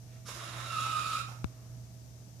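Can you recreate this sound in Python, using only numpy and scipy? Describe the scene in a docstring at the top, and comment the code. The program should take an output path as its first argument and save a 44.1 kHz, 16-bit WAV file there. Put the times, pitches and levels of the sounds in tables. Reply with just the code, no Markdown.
"""Macaw screech in a small living room.

One screech: a hoarse rasp of throat air breaks into a rough, shrill syrinx tone that flips
between two close pitches. The walls ring briefly, then something knocks the left microphone.
Mains hum, low rumble and faint hiss lie underneath."""
import sys
import numpy as np
from scipy import signal
from scipy.fft import rfft, irfft
from scipy.io import wavfile

SR = 44100
rng = np.random.default_rng(int(sys.argv[2]) if len(sys.argv) > 2 else 0)


def waveform_to_disk(signal):
    """Save audio, clipped to [-1, 1], as 16-bit WAV at the path in sys.argv[1]."""
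    frames = np.transpose(np.atleast_2d(signal))
    scaled = np.clip(frames, -1, 1) * 32767
    samples = np.round(scaled).astype(np.int16)
    wavfile.write(sys.argv[1], SR, samples)


N = 105840
TIME_S = np.arange(N) / SR
EDGES_HZ = np.geomspace(25, 16000, 37)
CENTRES_HZ = np.sqrt(EDGES_HZ[:-1] * EDGES_HZ[1:])
FLUTTER_HZ = 112   # uneven air stream


def from_db(db):
    """Decibels to gain."""
    return 10 ** (np.asarray(db) / 20)


def unit_rms(x):
    """Scale to unit power."""
    return x / np.sqrt(np.mean(x ** 2) + 1e-20)


def in_time(rows):
    """Control curve at every sample."""
    return np.interp(TIME_S, *np.transpose(rows))


def at_hz(rows, hz):
    """Table lookup on a log-frequency axis."""
    freqs_hz, values = np.transpose(rows)
    return np.interp(np.log(hz), np.log(freqs_hz), values)


def pan(left_minus_right_db):
    """Constant-power left and right gains."""
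    return unit_rms(from_db(np.array([[1], [-1]]) * left_minus_right_db / 2))


def drift(rate_hz):
    """Smooth random motion, unit rms."""
    r = np.exp(-2 * np.pi * rate_hz / SR)
    return unit_rms(signal.lfilter([1], [1, -2 * r, r * r], rng.standard_normal(N + SR))[SR:])


def band(x, k):
    """Band k, about a quarter octave wide."""
    return signal.sosfilt(signal.butter(2, EDGES_HZ[k:k + 2], "band", fs=SR, output="sos"), x)


def stereo(pair, correlation):
    """Blend two independent noises to a left-right correlation."""
    mid = np.sqrt(1 + correlation) * pair[0]
    side = np.sqrt(1 - correlation) * pair[1]
    return np.array([mid + side, mid - side]) / np.sqrt(2)


def coloured(spectrum):
    """Unit-rms noise, rolled off below the spectrum's first point."""
    hz = np.fft.rfftfreq(N, 1 / SR) + 1
    low_cut = 1 / np.sqrt(1 + (spectrum[0][0] / hz) ** 4)
    return unit_rms(irfft(rfft(rng.standard_normal(N)) * from_db(at_hz(spectrum, hz)) * low_cut, N))


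def swell(rows):
    """Gain from a dB curve, silent outside it."""
    return from_db(in_time(rows)) * (TIME_S > rows[0][0]) * (TIME_S < rows[-1][0])


def puffs(rows):
    """Gaussian swells of noise, one resonance each."""
    out = 0
    for peak_s, level_db, sigma_s, hz, width_hz in rows:
        noise = signal.lfilter(*signal.iirpeak(hz, hz / width_hz, fs=SR), rng.standard_normal(N))
        out += from_db(level_db) * unit_rms(noise) * np.exp(-.5 * ((TIME_S - peak_s) / sigma_s) ** 2)
    return out


def background():
    """Wavering appliance hum over room rumble and faint hiss."""
    # hum partials: pitch_hz, level_db, left_minus_right_db
    partials = [(120, -47, -5), (647, -71.5, -9)]
    # noise floor: freq_hz, density_db
    spectrum = [(30, -50), (45, -8.5), (60, 0), (100, -1), (170, -2.5), (250, -9.5), (400, -16.5),
                (700, -17.5), (1000, -25), (1700, -28), (3300, -29), (4500, -26.5), (6300, -20),
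                (7700, -29), (11000, -30.5), (14500, -31.5)]
    # floor balance: freq_hz, left_minus_right_db
    balance = [(80, 5.5), (250, -4), (1300, -2.5), (3200, -0.5), (4200, 2.5), (5200, 11), (6400, 12),
               (7600, 4), (11000, 0)]
    # floor width: freq_hz, correlation
    likeness = [(60, 0.94), (300, 0.77), (1300, 0.018), (4000, 0), (12000, 0)]
    waver_db, floor_db = 2.5, -54.5
    hum = noise = 0
    for hz, level_db, side_db in partials:
        gain = np.sqrt(2) * from_db(level_db + waver_db * drift(rate_hz=3.3))
        hum += gain * pan(side_db) * np.sin(2 * np.pi * (hz * TIME_S + rng.random()))
    white = rng.standard_normal((2, 2, N))
    for k, hz in enumerate(CENTRES_HZ):
        pair = stereo(white[k % 2], at_hz(likeness, hz))
        noise += from_db(at_hz(spectrum, hz)) * pan(at_hz(balance, hz)) * band(pair, k)
    return hum + from_db(floor_db) * unit_rms(noise)


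def rustles():
    """Faint rustles before and after the call."""
    # noise swells: peak_s, level_db, sigma_s, centre_hz, width_hz
    swells = [(.135, -64.5, 0.047, 1680, 2030), (1.54, -69.5, 0.18, 1210, 600)]
    return puffs(swells)


def rasp():
    """Fluttering throat turbulence with a thin whistle; the colour shifts as the beak opens."""
    # forced air: time_s, level_db
    levels = [(.247, -66), (.27, -47.5), (.295, -42), (.34, -50.5), (.39, -43), (.48, -44.5), (.56, -43.5),
              (.7, -42.5), (.79, -38), (1.0, -39.5), (1.19, -38.5), (1.225, -55), (1.27, -57)]
    # beak half closed: freq_hz, density_db
    half_closed = [(150, -26), (250, -7.5), (340, -16), (414, -18), (500, -6.5), (700, -5), (860, -10),
                   (1090, 1.5), (1430, 2), (1620, -3.5), (2300, -7), (2700, -5.5), (3150, -8.5), (3850, -3),
                   (4450, -13.5), (5200, -8), (6900, -14.5), (8500, -17.5), (9500, -13), (12400, -22.5),
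                   (14000, -41)]
    # beak wide open: freq_hz, density_db
    wide_open = [(250, -1), (420, -13.5), (650, -3.5), (820, -9.5), (1020, -5), (1150, 9.5), (1380, 8.5),
                 (1700, -5), (2230, -5), (2500, 3.5), (2900, -1), (3210, -4.5), (3790, 3), (4410, -4),
                 (5200, -2.5), (6060, -9), (6850, -8.5), (8170, -11), (9500, -7.5), (12700, -17),
                 (14000, -39)]
    open_start_s, opening_s, flutter_db = 0.632, 0.156, 2
    whistle_hz, whistle_width_hz, whistle_db = 6950, 205, 5
    opened = np.clip((TIME_S - open_start_s) / opening_s, 0, 1)
    air = np.sqrt(1 - opened) * coloured(half_closed) + np.sqrt(opened) * coloured(wide_open)
    air *= from_db(flutter_db * drift(FLUTTER_HZ))
    whistle = signal.lfilter(*signal.iirpeak(whistle_hz, whistle_hz / whistle_width_hz, fs=SR), air)
    return swell(levels) * unit_rms(air + from_db(whistle_db) * whistle)


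def beak_hiss():
    """Bright air through the beak as the call starts and after it ends."""
    # hiss envelope: time_s, level_db
    levels = [(.255, -52), (.27, -44.5), (.29, -43.5), (.315, -57), (.35, -44.5), (.42, -92), (1.22, -97),
              (1.285, -52), (1.35, -64.5), (1.42, -69)]
    # hiss colour: freq_hz, density_db
    spectrum = [(2000, 2.5), (4300, -2), (5300, 8), (7000, 4), (8200, -3), (9600, 1), (12500, -4.5),
                (14000, -14)]
    return swell(levels) * coloured(spectrum)


def croaks():
    """Short resonant croaks of the throat."""
    # noise bursts: peak_s, level_db, sigma_s, centre_hz, width_hz
    bursts = [(0.291, -39.5, 0.0023, 910, 596), (0.55, -48, 0.027, 1110, 800),
              (0.868, -44.5, 0.012, 960, 80), (0.912, -46, 0.029, 2940, 200),
              (1.289, -39.5, 0.0027, 990, 121), (1.292, -54.5, 0.0041, 1530, 600),
              (1.321, -49, 0.0044, 804, 260)]
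    return puffs(bursts)


def growl():
    """The syrinx flaps weakly at a low pitch before the shrill tone takes hold."""
    # growl envelope: time_s, level_db
    levels = [(.34, -72), (.365, -51.5), (.46, -58), (.5, -54.5), (.6, -58), (.68, -64)]
    # growl harmonics: multiple, relative_db
    harmonics = [(1, 5.5), (2, 6.5), (3, -18), (4, 4)]
    pitch_hz, jitter = 343, 0.0314
    phase = 2 * np.pi * np.cumsum(pitch_hz * (1 + jitter * drift(FLUTTER_HZ))) / SR
    return swell(levels) * unit_rms(sum(from_db(db) * np.sin(k * phase) for k, db in harmonics))


def voice():
    """The syrinx oscillates, unsteady in pitch and level; its overtones are rougher still."""
    # syrinx envelope: time_s, level_db
    levels = [(.53, -53), (.62, -52.5), (.69, -43.5), (.74, -48.5), (.79, -39), (.86, -52), (.96, -38),
              (1.0, -37.5), (1.04, -46.5), (1.13, -40), (1.21, -40.5), (1.235, -53), (1.26, -77)]
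    # syrinx glide: time_s, pitch_hz
    glide = [(.6, 1330), (.72, 1335), (.795, 1275), (.85, 1285), (.92, 1275), (.97, 1230), (1.03, 1228),
             (1.08, 1240), (1.14, 1255), (1.185, 1278), (1.215, 1385)]
    # syrinx harmonics: multiple, relative_db
    harmonics = [(1, 7.5), (2, -5), (3, -6), (4, -10), (5, -17.5)]
    jitter, wobble, scatter_rad, shimmer_db = .013, .005, 0.36, 1.5
    hz = in_time(glide) * (1 + jitter * drift(rate_hz=500) + wobble * drift(rate_hz=40))
    phase = 2 * np.pi * np.cumsum(hz) / SR
    scatter = scatter_rad * drift(rate_hz=91)
    tone = sum(from_db(db) * np.sin(k * phase + (k > 1) * scatter) for k, db in harmonics)
    return swell(levels) * unit_rms(tone * from_db(shimmer_db * drift(FLUTTER_HZ)))


def squeal():
    """Air rings a narrow, sinking throat resonance."""
    # resonance envelope: time_s, level_db
    levels = [(.64, -72), (.705, -46), (.75, -61), (.835, -44.5), (.92, -70), (1.0, -50), (1.12, -53),
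              (1.215, -52), (1.24, -75)]
    # resonance glide: time_s, centre_hz
    glide = [(.7, 2747.5), (.79, 2736.5), (.84, 2590), (1.0, 2446.5), (1.13, 2445.5), (1.22, 2487)]
    spread_hz = 47
    phase = 2 * np.pi * np.cumsum(in_time(glide)) / SR
    return swell(levels) * (drift(spread_hz) * np.cos(phase) + drift(spread_hz) * np.sin(phase))


def notes():
    """Clear core of the screech: two close pitches alternate, beat on overlap, then leap up."""
    # low note: time_s, level_db
    low = [(.745, -61), (.765, -34.5), (0.796, -31), (.85, -54), (.9, -48), (.935, -34), (.97, -34.5),
           (1.035, -46), (1.06, -32.5), (1.095, -44), (1.125, -28.5), (1.155, -31.5), (1.19, -50.5),
           (1.245, -50), (1.27, -68)]
    # high note: time_s, level_db
    high = [(.64, -59), (.7, -55), (.725, -38), (.755, -35), (.8, -58), (.83, -34), (.91, -39), (.955, -47),
            (.99, -39.5), (1.025, -49), (1.06, -38.5), (1.115, -33), (1.165, -39), (1.195, -38),
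            (1.235, -48), (1.26, -68)]
    # closing leap: time_s, level_db
    leap = [(1.185, -70), (1.208, -38), (1.235, -62)]
    low_hz, high_hz, leap_hz, scatter_rad = 1247.4, 1302, 1378, .2
    out = 0
    for hz, levels in ((low_hz, low), (high_hz, high), (leap_hz, leap)):
        phase = 2 * np.pi * hz * TIME_S + scatter_rad * drift(rate_hz=70)
        out += swell(levels) * np.sqrt(2) * np.sin(phase)
    return out


def room(direct, to_walls):
    """Direct sound, dense reflections dying band by band, and standing waves; bird to the right."""
    # reflection decay: freq_hz, t60_s
    decay_times = [(300, 0.32), (1300, 0.5), (4000, 0.41), (12000, 0.18)]
    # reflection strength: freq_hz, gain_db
    strength = [(400, -4), (900, 3.5), (1300, 0.5), (2000, 4.5), (5000, 3), (12000, 10)]
    # reflection width: freq_hz, correlation
    likeness = [(300, 0.92), (1300, -0.034), (2600, -0.14), (5000, -0.51), (12000, 0.32)]
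    # standing waves: freq_hz, t60_s, gain_db
    modes = [(1237, 0.28, -1), (1301, 0.17, -5), (2413, 0.2, 5.5), (2555, 0.16, -1), (2758, 0.23, 7),
             (2830, 0.43, 7.5), (3390, 0.16, 6), (3671, 0.19, 3.5), (3828, 0.27, 8), (4150, 0.28, 6)]
    # bird balance: freq_hz, left_minus_right_db
    balance = [(300, -6), (800, -1.5), (1300, -7.5), (2500, -7), (3700, -3), (5000, -11.5), (6500, -8.5),
               (9500, -13.5), (13000, -57)]
    first_echo_s = 0.0036
    t = TIME_S[:SR]
    white = rng.standard_normal((2, 2, SR))
    response = 0
    for k, hz in enumerate(CENTRES_HZ):
        decay = from_db(-60 * t / at_hz(decay_times, hz)) * (t > first_echo_s)
        echoes = stereo(white[k % 2], at_hz(likeness, hz)) * decay / np.linalg.norm(decay)
        response += from_db(at_hz(strength, hz)) * band(echoes, k)
    for hz, t60_s, gain_db in modes:
        decay = from_db(-60 * t / t60_s)
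        response += 2 * from_db(gain_db) * np.cos(2 * np.pi * hz * t) * decay / decay.sum()
    heard = direct + signal.fftconvolve(to_walls[None], response, axes=1)[:, :N]
    bins_hz = np.fft.rfftfreq(N, 1 / SR) + 1
    sides = from_db(at_hz(balance, bins_hz) * [[1], [-1]] / 2)
    # divide out the power added by panning and reflections
    power = np.mean(sides ** 2, axis=0) * (1 + from_db(at_hz(strength, bins_hz)) ** 2)
    return irfft(rfft(heard) * sides / np.sqrt(power), N)


def knock():
    """Two quick pressure steps on the left microphone; its bass cut makes them a short thump."""
    # pressure steps: start_s, step_db
    jolts = [(1.4438, -16.3), (1.4446, -18.5)]
    bass_cut_hz, treble_cut_hz, right_db = 76, 5100, -44
    steps = sum(from_db(step_db) * (TIME_S >= start_s) for start_s, step_db in jolts)
    thump = signal.sosfilt(signal.butter(5, bass_cut_hz, "high", fs=SR, output="sos"), steps)
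    return signal.lfilter(*signal.butter(1, treble_cut_hz, fs=SR), thump) * from_db([[0], [right_db]])


def scene():
    """Bird in the room, knock and background."""
    core_to_walls_db = -8.5
    bird = rasp() + voice() + squeal() + growl() + croaks() + rustles() + beak_hiss()
    core = notes()
    return room(bird + core, bird + from_db(core_to_walls_db) * core) + knock() + background()


def record(dry):
    """Steep treble cut."""
    cutoff_hz = 14500
    return signal.sosfilt(signal.ellip(10, .2, 70, cutoff_hz, fs=SR, output="sos"), dry)


dry = scene()
out = record(dry)
waveform_to_disk(out)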